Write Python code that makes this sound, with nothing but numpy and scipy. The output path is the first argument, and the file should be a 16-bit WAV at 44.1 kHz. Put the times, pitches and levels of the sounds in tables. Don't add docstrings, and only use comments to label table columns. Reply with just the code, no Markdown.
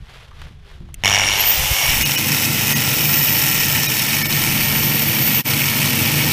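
import sys
import numpy as np
from scipy import signal
from scipy.fft import rfft, irfft
from scipy.io import wavfile

SR = 44100
rng = np.random.default_rng(int(sys.argv[2]) if len(sys.argv) > 2 else 0)


def master_out(mix):
    frames = np.transpose(np.atleast_2d(mix))
    ceiling = np.clip(frames, -1, 1)
    pcm = np.round(ceiling * 32767).astype(np.int16)
    wavfile.write(sys.argv[1], SR, pcm)


N = 278712
T = np.arange(N) / SR
FREQ = np.maximum(np.arange(N // 2 + 1) * SR / N, 1)

# (frequency [Hz], relative level [dB])
WIND_SPECTRUM = [(12, -13), (20, -1.5), (56, -5.5), (74, -1), (87, -13), (145, -9), (173, -21.5),
                 (400, -36.5), (520, -45), (880, -120)]
# (middle time [s], half length [s], level [dB])
GUSTS = [(.01, 0.032, -32.5), (.48, 0.12, -35), (1.15, .4, -35), (1.615, 0.045, -23.5), (1.72, 0.023, -20),
         (1.95, 0.074, -20), (4.6, .25, -37)]
# (frequency [Hz], relative level [dB])
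CLOTH_SPECTRUM = [(150, -61), (250, -29), (347, -13), (378, -5), (420, -1.5), (669, -3.5), (1530, -2.5),
                  (1700, -3), (2800, -4), (3330, -3.5), (7900, -22), (11400, -23.5), (15500, -35)]
# (middle time [s], half length [s], level [dB])
SLEEVE_STROKES = [(.17, 0.13, -45.5), (.43, 0.088, -45.5), (.71, 0.074, -48), (1.03, 0.044, -49.5)]
# (time [s], level [dB], centre [Hz], width [Hz], decay [s])
GLOVE_BUMPS = [(0.311, -44.5, 1150, 450, 0.018), (.417, -27.5, 1180, 1500, 0.0038),
               (.467, -44, 890, 900, 0.0073), (0.51, -33.5, 133, 91, 0.0085),
               (.805, -35.5, 167, 100, 0.035), (0.888, -44, 900, 1100, 0.0058)]
# (frequency [Hz], width [Hz], relative level [dB])
SWITCH_MODES = [(2060, 330, -6), (2680, 160, 5), (6130, 600, -2), (7500, 460, -6), (9700, 1000, -1),
                (12900, 900, -8)]
# (multiple of rotor speed [1], level running free [dB], level in the cut [dB])
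ROTOR_TONES = [(1, -43, -53), (2, -50, -54), (2.9, -54, -45), (3.97, -41, -35), (4.17, -50, -40),
               (4.96, -45, -36), (9.67, -46, -41), (10.2, -38, -55), (11.6, -35, -44)]
# (frequency [Hz], relative level [dB])
FAN_SPECTRUM = [(120, -32), (200, -12.5), (253, -17), (333, -13.5), (399, -15.5), (715, -10), (812, -4),
                (1150, -11.5), (1560, -12), (3010, -0.5), (3890, -10), (5800, -8), (10600, -11.5),
                (14200, -5), (15500, -17)]
# (multiple of rotor speed [1], relative level [dB])
WHINE_PARTIALS = [(30, 0), (26.3, -17)]
# (frequency [Hz], width [Hz], gain [dB])
CASING_MODES = [(8900, 500, -34), (12670, 150, -15.5), (13760, 110, -19), (14220, 300, -11)]
# (time [s], speed loss [rotor turns/s])
SPEED_LOSS = [(1.92, 0), (2.25, 59), (2.62, 68), (2.95, 98), (3.25, 112), (3.55, 116), (3.83, 133),
              (4.23, 134), (4.46, 117), (5.36, 110), (5.72, 129), (6.32, 122)]
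# (frequency [Hz], width [Hz], relative level [dB])
HOUSING_MODES = [(810, 360, -3.5), (1770, 200, -5.5), (2240, 160, 3), (2870, 230, 3.5), (3560, 100, -5),
                 (5630, 176, 1), (6440, 170, -10), (6880, 200, -8.5), (9050, 200, -20), (9900, 320, -22),
                 (12500, 2500, -29)]
# (frequency [Hz], width [Hz], relative level [dB])
HULL_MODES = [(90.5, 9.4, -6), (132, 4.8, -9), (142.5, 22, -3.5), (192, 18, -9), (221.8, 4.5, -5.5),
              (242, 17, -8.5), (258, 11, -7.5), (299.5, 15.6, -10.5), (330.8, 3.7, -10), (449, 30, -16),
              (500.4, 13.6, -16), (546, 30, -27), (609, 34, -18.5)]
# (mean frequency [Hz], relative level [dB])
SINGING_MODES = [(98, -12), (123, -8), (146, -5), (194, -19.5), (221, -14), (331, -15.5)]
# (time [s], rasp level [dB], hull drone level [dB])
CUT_LEVELS = [(1.9, -15.5, -28.5), (2.2, -18.3, -25.5), (2.7, -17.5, -23), (4.1, -18, -25.5),
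              (4.7, -20.5, -23), (5.4, -20.5, -23), (5.7, -18.5, -24), (6.05, -18.5, -21)]
# (middle time [s], half length [s], tone [Hz], tone [Hz], tone [Hz], tone level [dB])
RASP_DIPS = [(2.044, 0.012, 2870, 2540, 6400, -17.5), (2.169, 0.008, 2950, 2490, 5590, -16.5),
             (2.746, 0.012, 1910, 6440, 13500, -20.5), (3.877, 0.0088, 2450, 3830, 5600, -18.5),
             (4.237, 0.01, 2250, 12200, 5280, -20), (4.281, 0.013, 2240, 12409, 5233, -24.5)]
# (time [s], level [dB])
SNAGS = [(3.284, -21), (3.369, -18), (3.515, -22), (3.757, -15), (4.105, -18), (4.325, -13), (4.365, -16),
         (4.941, -22), (5.535, -17)]
# (frequency [Hz], width [Hz], relative level [dB])
SNAG_MODES = [(2600, 900, -7), (4260, 660, 12)]
# (low edge [Hz], high edge [Hz])
GRAIN_BANDS = [(0, 1600), (1600, 3400), (3400, 7000), (7000, 22050)]
# (frequency [Hz], width [Hz], relative level [dB])
SHALLOW_MODES = [(884, 124, -5.5), (1356, 24, -1), (1890, 260, -2), (2510, 290, 2), (2970, 114, 0.5),
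                 (3770, 115, -3), (4290, 110, -8), (5460, 400, 0.5), (6390, 200, -3.5), (7200, 100, -4),
                 (7930, 170, -3.5), (8830, 320, -8), (9850, 300, -6), (11850, 310, -4.5),
                 (13000, 500, -4.5), (14700, 2000, -3.5)]
# (frequency [Hz], width [Hz], relative level [dB])
DEEP_MODES = [(900, 170, -4.5), (1380, 140, -7), (1800, 150, -3), (2255, 150, 3.5), (2540, 280, -.5),
              (2950, 350, -2), (3750, 450, -8), (4500, 260, -6), (5500, 520, -4), (6300, 380, -9),
              (8080, 340, -6.5), (8940, 260, -8), (10130, 440, -6.5), (12450, 800, -6.5), (13500, 700, -7),
              (15200, 200, -8)]

DRAUGHT_DB, RUB_DB = -43, -57
SINK_S, SINK_HALF_S, SINK_HZ, SINK_HZ_PER_S, SINK_DB = .8, .25, 365, 290, -57
SWITCH_S, POWER_S, MAINS_HZ = .9425, 1.0372, 50
FREE_HZ, SPIN_FROM_S, SPIN_UP_S = 582.8, 1.013, .429
FAN_DB, FAN_CUT_DB, FAN_KNEE_HZ = -19, -5, 338
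WHINE_CUT_DB = -7.5
KNOCK_DB, KNOCK_WEAK_DB, KNOCK_SCATTER_DB, KNOCK_FADE_S, KNOCKS_TO_FULL = -2.5, -2.5, .5, .28, 2
RATTLE_DB, RATTLE_CUT_DB = -15, -38.5
SKIM_S, SKIM_HALF_S, SKIM_DB = 1.844, 0.12, -23
BITE_S, BITE_TAKES_S = 1.733, 0.27
GROOVE_S, GROOVE_TAKES_S = 3.95, 0.76
DISC_GEARING = 3.8
HIGH_SPOT_DB, HIGH_SPOT_SHARE = 5.5, .35
SPUTTER = .16
DIP_S, DIP_HALF_S, DIP_DB = 5.434, 0.018, -31.5
TOP_HZ = 15300


def undb(db):
    return 10 ** (np.asarray(db) / 20)


def unit(x):
    return x / np.sqrt(np.mean(x ** 2))


def curve(rows, column=1):
    rows = np.asarray(rows, float)
    return np.interp(T, rows[:, 0], rows[:, column])


def ramp(start, length):
    return np.clip((T - start) / length, 0, 1)


def swell(middle, half):
    return np.exp(-((T - middle) / half) ** 2)


def swells(rows, steady_db):
    power = sum((undb(db) * swell(s, half)) ** 2 for s, half, db in rows)
    return np.sqrt(undb(steady_db) ** 2 + power)


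def burst(start, decay):
    return (T >= start) * np.exp(-np.maximum(T - start, 0) / decay)


def phase(hz):
    return 2 * np.pi * np.cumsum(hz) / SR


def noise():
    return rng.standard_normal(N)


def walk(rate_hz):
    return unit(irfft(rfft(noise()) / (1 + (FREQ / rate_hz) ** 4), N))


def spikes(rate_hz, spread_db, decay):
    size = undb(spread_db * np.minimum(rng.exponential(size=N), 4))
    hits = (rng.random(N) < rate_hz / SR) * size
    return unit(signal.lfilter([1], [1, -np.exp(-1 / (decay * SR))], hits))


def causal(x, gain):
    cepstrum = irfft(np.log(unit(gain) + 1e-6), N)
    cepstrum[1:N // 2] *= 2
    cepstrum[N // 2 + 1:] = 0
    response = irfft(np.exp(rfft(cepstrum)), N)
    return signal.fftconvolve(x, response[:SR // 3])[:N]


def colour(x, points):
    hz, db = np.transpose(points)
    return causal(x, undb(np.interp(np.log(FREQ), np.log(hz), db)))


def resonance(at_hz, modes):
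    power = 0
    for hz, width, db in modes:
        detuning = (at_hz ** 2 - hz ** 2) / (at_hz * width)
        power = power + undb(db) ** 2 / (1 + detuning ** 2)
    return np.sqrt(power)


def ring(x, modes):
    return causal(x, resonance(FREQ, modes))


def wind():
    return colour(noise(), WIND_SPECTRUM) * swells(GUSTS, DRAUGHT_DB)


def sinking_tone():
    steady_fall = SINK_HZ - SINK_HZ_PER_S * (T - SINK_S)
    hz = steady_fall * (1 + 0.024 * walk(rate_hz=60))
    level = undb(SINK_DB + 2 * walk(rate_hz=25)) * swell(SINK_S, SINK_HALF_S)
    return level * np.sin(phase(hz))


def cloth():
    fibres = unit(noise() * undb(2 * walk(rate_hz=1200) + 1.2 * walk(rate_hz=50)))
    return colour(fibres, CLOTH_SPECTRUM) * swells(SLEEVE_STROKES, RUB_DB)


def bumps():
    total = 0
    for s, db, hz, width, decay in GLOVE_BUMPS:
        padded = [(hz, width, 0)]
        thud = unit(ring(ring(noise(), padded), padded))
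        total = total + undb(db) * thud * burst(s, decay)
    return total


def switch():
    return undb(-23.0) * ring(noise() * burst(SWITCH_S, decay=0.002), SWITCH_MODES)


def spin_up():
    return np.tanh(np.maximum(T - SPIN_FROM_S, 1 / SR) / SPIN_UP_S)


def torque():
    return np.cos(2 * np.pi * MAINS_HZ * (T - POWER_S)) ** 2


def rotor_tones(angle, load):
    total = 0
    for multiple, free_db, cut_db in ROTOR_TONES:
        level = undb(free_db + load * (cut_db - free_db) + 3.5 * walk(rate_hz=20))
        total = total + level * np.sin(multiple * angle)
    return total


def whine(speed, angle, load):
    flutter = unit((1 + .5 * torque()) * undb(2.1 * walk(rate_hz=230) + 1.8 * walk(rate_hz=14)))
    partials = 0
    for multiple, db in WHINE_PARTIALS:
        flare = resonance(multiple * speed, CASING_MODES)
        partials = partials + undb(db) * flare * np.sin(multiple * angle)
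    return np.sqrt(2) * partials * flutter * undb(WHINE_CUT_DB * load)


def fan_air(speed, load):
    flow = undb(FAN_DB + FAN_CUT_DB * load) * speed ** 8 / (speed ** 8 + FAN_KNEE_HZ ** 8)
    air = colour(noise() * unit(1 + 0.16 * torque()), FAN_SPECTRUM) * flow
    dull = signal.sosfiltfilt(signal.butter(4, 7500, fs=SR, output="sos"), air)
    treble = air - dull
    return dull + treble * (speed / speed.max()) ** 2


def motor(speed, load):
    angle = phase(speed * (1 + 0.0012 * walk(rate_hz=24.7) + 0.0029 * walk(rate_hz=225)))
    return rotor_tones(angle, load) + whine(speed, angle, load)


def knocking():
    age = np.maximum(T - POWER_S, 0)
    peak, since = np.divmod(age, 1 / (2 * MAINS_HZ))
    scatter = KNOCK_SCATTER_DB * noise()[peak.astype(int)]
    size = undb(KNOCK_DB + KNOCK_WEAK_DB * (peak % 2) + scatter)
    build = np.minimum((peak + 1) / KNOCKS_TO_FULL, 1)
    return (T >= POWER_S) * build * size * np.exp(-age / KNOCK_FADE_S - since / 0.0019)


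def rattle(speed, load):
    turn, part = np.divmod(phase(speed) / (2 * np.pi), 1)
    size = undb(1.7 * rng.standard_normal(N))[turn.astype(int)] * (1 + 0.69 * torque())
    since = (part / speed * SR).astype(int)
    clatter = .5 * noise()[since] + noise()
    clatter = clatter * (0.16 + np.exp(-since / SR / 0.00035))
    acceleration = ramp(POWER_S, length=0.031) * (1 - spin_up() ** 2)
    shaking = undb(RATTLE_DB) * acceleration + undb(RATTLE_CUT_DB) * load
    shaking = shaking + undb(SKIM_DB) * swell(SKIM_S, SKIM_HALF_S)
    return unit(size * clatter) * shaking


def inrush_hum():
    hum = np.sin(phase(np.full(N, 2. * MAINS_HZ)))
    hum = hum + 0.41 * np.sin(phase(np.full(N, 4. * MAINS_HZ)))
    return undb(-24.5) * burst(POWER_S, decay=0.31) * hum


def gears(speed, load):
    return ring(noise() * knocking() + rattle(speed, load), HOUSING_MODES) + inrush_hum()


def hull(load):
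    high_pass = signal.butter(4, 80, "high", fs=SR, output="sos")
    rumble = signal.sosfilt(high_pass, ring(noise(), HULL_MODES))
    song = 0
    for hz, db in SINGING_MODES:
        level = undb(db + 2 * walk(rate_hz=13.0))
        song = song + level * np.sin(phase(hz * (1 + 0.01833 * walk(rate_hz=9.75))))
    drone = unit(0.81 * unit(rumble) + np.sqrt(2) * song)
    return load * drone * undb(curve(CUT_LEVELS, column=2))


def rasp_dips():
    share, tones = np.ones(N), np.zeros(N)
    for s, half, *pitches, db in RASP_DIPS:
        share *= 1 - .9 * swell(s, half)
        near = np.abs(T - s) < 6 * half
        t = T[near] - s
        chord = sum(np.sin(2 * np.pi * hz * t) / np.sqrt(k + 1) for k, hz in enumerate(pitches))
        tones[near] += undb(db) * np.exp(-(t / (1.2 * half)) ** 2) * chord
    return share, tones


def snags():
    blows = sum(undb(db) * burst(s, decay=0.002) for s, db in SNAGS)
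    return ring(noise() * blows, SNAG_MODES)


def grains():
    shared = spikes(rate_hz=870, spread_db=0.3, decay=0.0013)
    shared = shared + SPUTTER * spikes(rate_hz=60, spread_db=1, decay=.004)
    grit = 0
    for low, high in GRAIN_BANDS:
        own = spikes(rate_hz=420, spread_db=0.0, decay=0.00058)
        band = irfft(rfft(noise()) * (FREQ >= low) * (FREQ < high), N)
        grit = grit + band * (.4 + shared + .8 * own)
    return grit


def cutting(speed, load):
    disc_hz = speed / DISC_GEARING * (1 + .03 * walk(rate_hz=40))
    part_of_turn = phase(disc_hz) / (2 * np.pi) % 1
    pressure_db = HIGH_SPOT_DB * np.exp(-part_of_turn / HIGH_SPOT_SHARE) + 0.3 * torque()
    pressure_db = pressure_db + .4 * walk(rate_hz=140) + 0.6 * walk(rate_hz=9)
    grit = unit(grains() * undb(pressure_db))
    depth = np.clip(ramp(GROOVE_S, GROOVE_TAKES_S), .05, .9)
    shallow = ring(grit, SHALLOW_MODES)
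    deep = ring(np.roll(grit, SR), DEEP_MODES)
    rasp = np.sqrt(1 - depth) * shallow + np.sqrt(depth) * deep
    return load * rasp * undb(curve(CUT_LEVELS)) + snags()


def scene():
    speed = FREE_HZ * spin_up() - curve(SPEED_LOSS)
    load = ramp(BITE_S, BITE_TAKES_S)
    running = ramp(POWER_S, length=0.099)
    background = wind() + sinking_tone() + cloth() + bumps() + switch()
    share, thin_tones = rasp_dips()
    rough = gears(speed, load) + cutting(speed, load) + fan_air(speed, load)
    grinder = share * rough + running * motor(speed, load) + thin_tones + hull(load)
    dip = undb(DIP_DB * swell(DIP_S, DIP_HALF_S))
    return ((grinder + background) * dip)[None]


def record(dry):
    held = dry / (1 + dry ** 6) ** (1 / 6)
    return signal.sosfilt(signal.ellip(12, .2, 80, TOP_HZ, fs=SR, output="sos"), held)


dry = scene()
out = record(dry)
master_out(out)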